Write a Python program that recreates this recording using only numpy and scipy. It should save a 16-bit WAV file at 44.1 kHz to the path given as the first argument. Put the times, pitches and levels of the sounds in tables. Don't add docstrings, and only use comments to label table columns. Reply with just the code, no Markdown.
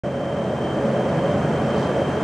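import sys
import numpy as np
from scipy import signal
from scipy.fft import rfft, irfft
from scipy.io import wavfile

SR = 44100
rng = np.random.default_rng(int(sys.argv[2]) if len(sys.argv) > 2 else 0)


def unload_audio(sound):
    columns = np.transpose(np.atleast_2d(sound))
    steps = np.round(np.clip(columns, -1, 1) * 32767)
    wavfile.write(sys.argv[1], SR, steps.astype(np.int16))


N = 98607

# t/s, level/dB
FLAME_LEVEL = [(.04, -5.5), (.35, -4), (.7, -2), (.87, -0.9), (1.2, 0), (1.55, 0.3), (1.85, .5),
               (2.24, 0.34)]
# t/s, level/dB
BASS_LEVEL = [(.04, -5), (.28, -5), (.5, -3.5), (.8, -1.5), (1.0, -2), (1.25, .8), (1.55, 0), (1.85, 0.6),
              (2.24, -1)]
FLUTTER_HZ = 37


def amp(db):
    return 10 ** (np.asarray(db) / 20)


def unit(x):
    return x / np.sqrt(np.mean(x ** 2) + 1e-20)


def times():
    return np.arange(N) / SR


def freqs():
    return np.fft.rfftfreq(N, 1 / SR)


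def curve(rows, axis=1):
    rows = np.array(rows)
    return np.interp(times(), rows[:, 0], rows[:, axis])


def spectrum(rows):
    hz, value = np.transpose(rows)
    return np.interp(np.log(freqs() + 1), np.log(hz + 1), value)


def wander(rate_hz):
    slowest_hz = 6
    noise = rfft(rng.standard_normal(N))
    rolled_off = noise / (1 + (freqs() / rate_hz) ** 2)
    return unit(irfft(rolled_off * (freqs() > slowest_hz), N))


def wavering_phase(pitch_hz, jitter_hz, rate_hz):
    return 2 * np.pi * np.cumsum(pitch_hz + jitter_hz * wander(rate_hz)) / SR


def turbulence(density_db):
    # f/Hz, likeness (0 = independent, 1 = mono)
    likeness = [(20, .1), (42, 0.5), (60, 0.86), (85, 1), (250, 1), (700, 0.96), (1200, 0.92), (2200, .82),
                (3700, 0.8), (5500, 0.67), (8000, 0.57), (10500, 0.2), (12000, 0), (13500, .25),
                (16000, .2)]
    same = np.clip(spectrum(likeness), 0, 1)
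    mid, side = rfft(rng.standard_normal((2, N)))
    mid = mid * np.sqrt((1 + same) / 2)
    side = side * np.sqrt((1 - same) / 2)
    left_right = np.array([mid + side, mid - side])
    return irfft(left_right * amp(density_db) * np.sqrt(SR / 2), N)


def lift_db(resonances):
    lift = 0
    for hz, width, db in resonances:
        bell = 1 / (1 + (2 * (freqs() - hz) / width) ** 2) ** 2
        lift = lift + (amp(db) ** 2 - 1) * bell
    return 10 * np.log10(np.maximum(1 + lift, .2))


def reflections(x):
    t60_s = 0.48
    t = np.arange(SR // 2) / SR
    tail = rng.standard_normal((2, len(t))) * np.exp(-np.log(1000) * t / t60_s)
    twice = np.tile(x, 2)
    return np.array([unit(signal.fftconvolve(twice, side)[N:2 * N]) for side in tail])


def drone():
    # f/Hz, level/dB
    drone_tones = [(87.3, -41), (135, -32), (190, -34)]
    total = 0
    for hz, db in drone_tones:
        tone = np.sin(wavering_phase(hz, jitter_hz=4.5, rate_hz=FLUTTER_HZ))
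        total = total + amp(db) * unit(tone)
    return total * amp(curve(BASS_LEVEL))


def ring():
    # t/s, level/dB
    ring_level = [(.04, -30.5), (.4, -30), (.68, -41), (.86, -25.5), (1.1, -28), (1.3, -27), (1.5, -37.5),
                  (1.72, -27.5), (1.86, -34), (2.0, -27), (2.24, -46)]
    tone = np.sin(wavering_phase(557, jitter_hz=19.3, rate_hz=38))
    rough = tone * amp(4 * wander(FLUTTER_HZ))
    return unit(rough) * amp(curve(ring_level))


def nozzle_whistle():
    # t/s, f/Hz, level/dB
    whistle_path = [(.04, 3122, -53.5), (.35, 3122, -48), (.56, 3125, -51.5), (.64, 3126, -44.5),
                    (.74, 3127, -46.5), (.79, 3122, -55.5), (.97, 3137, -45.5), (1.1, 3128, -50),
                    (1.33, 3132, -47), (1.47, 3128, -59), (1.56, 3128, -48), (1.68, 3128, -51),
                    (1.76, 3134, -41.5), (1.81, 3134, -50), (1.86, 3136, -44.5), (2.02, 3141, -47.5),
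                    (2.24, 3143, -47)]
    octave_db, flutter_db, flutter_hz = -23, 2, 70
    wet = 0.31
    rush_hz, rush_width_hz, rush_db = 3140, 158, -70

    phase = wavering_phase(curve(whistle_path), jitter_hz=15.7, rate_hz=133)
    tone = np.sin(phase) + amp(octave_db) * np.sin(2 * phase)
    tone = unit(tone * amp(flutter_db * wander(flutter_hz)))
    in_room = unit((1 - wet) * tone + wet * reflections(tone))

    skirt_db = 20 * np.log10(1 + (2 * (freqs() - rush_hz) / rush_width_hz) ** 2)
    rush = turbulence(rush_db - skirt_db)
    return in_room * amp(curve(whistle_path, axis=2)) + rush * amp(curve(FLAME_LEVEL))


def jet_flare():
    # f/Hz, density/dB per Hz
    flare_colour = [(2500, -100), (3800, -81.5), (4700, -82.5), (6000, -88), (9000, -95), (11500, -115)]
    # t/s, level/dB
    spit_hits = [(1.809, -1), (1.827, -8), (1.845, 1)]
    centre_s, width_s, spit_s = 1.8, 0.072, 0.0014
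    grain_db, grain_hz = 4.5, 260

    grain = unit(amp(grain_db * wander(grain_hz)))
    swell = grain / (1 + ((times() - centre_s) / width_s) ** 2)
    spits = sum(amp(db) * np.exp(-abs(times() - s) / spit_s) for s, db in spit_hits)
    return turbulence(spectrum(flare_colour)) * (swell + spits)


def jet_hiss():
    # f/Hz, density/dB per Hz
    hiss_colour = [(1500, -73.5), (3500, -92), (4300, -88), (5700, -86.5), (7100, -91), (7900, -89.5),
                   (9000, -95), (10200, -99), (11200, -106), (12000, -116), (13200, -107.5),
                   (15700, -106.5)]
    # f/Hz, width/Hz, lift/dB
    hiss_peaks = [(5180, 300, -2.5), (6310, 130, 4), (6810, 130, 3.5), (7330, 300, -3), (7500, 200, 2),
                  (10270, 130, -0.5)]
    follow, flutter_db = 0.96, 0.53

    noise = turbulence(spectrum(hiss_colour) + lift_db(hiss_peaks))
    level_db = follow * curve(FLAME_LEVEL) + flutter_db * wander(FLUTTER_HZ)
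    return noise * amp(level_db) + jet_flare()


def flame_roar():
    # f/Hz, density/dB per Hz
    roar_colour = [(20, -88), (40, -65), (56, -70.5), (70, -59.5), (108, -57.5), (150, -49.5), (240, -49),
                   (290, -51.5), (480, -53.5), (620, -52), (700, -52.5), (800, -58), (1000, -62),
                   (1300, -65.5), (1650, -68.5), (2000, -72), (2850, -79), (3600, -85), (6000, -105)]
    # f/Hz, width/Hz, lift/dB
    room_modes = [(91.5, 13, 4.5), (117.7, 10, 6.5), (159.1, 7.3, 6), (184, 7.1, 1.5), (219.4, 10, 7),
                  (338, 6.4, 5.5), (354, 8.6, 1), (424.7, 10.7, 8.5), (462.3, 7, 5), (491, 11, 5),
                  (594, 12, 7), (1005, 6, 9), (1058, 8.9, -2.5), (1171, 14, 6.5), (1446, 31, 2),
                  (1570, 15, 4), (1633, 26, 5.5)]
    bass_top_hz, flutter_db = 270, 0.39

    above_top = np.maximum(freqs() / roar_colour[-1][0], 1) ** 2
    density_db = spectrum(roar_colour) + lift_db(room_modes) - 20 * np.log10(above_top)
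    noise = turbulence(density_db)
    bass = irfft(rfft(noise) / (1 + (freqs() / bass_top_hz) ** 8), N)
    body = noise - bass
    swelling = bass * amp(curve(BASS_LEVEL)) + body * amp(curve(FLAME_LEVEL))
    return swelling * amp(flutter_db * wander(FLUTTER_HZ))


def scene():
    torch = drone() + ring() + nozzle_whistle() + jet_hiss() + flame_roar()
    return torch * amp([[-.2], [.2]])


def record(dry):
    start_s, open_s, cutoff_hz = 0.035, 0.0021, 15760
    opened = dry * np.clip((times() - start_s) / open_s, 0, 1)
    lowpass = signal.firwin(511, cutoff_hz, window=("kaiser", 9), fs=SR)
    return signal.oaconvolve(opened, lowpass[None], "same")


dry = scene()
out = record(dry)
unload_audio(out)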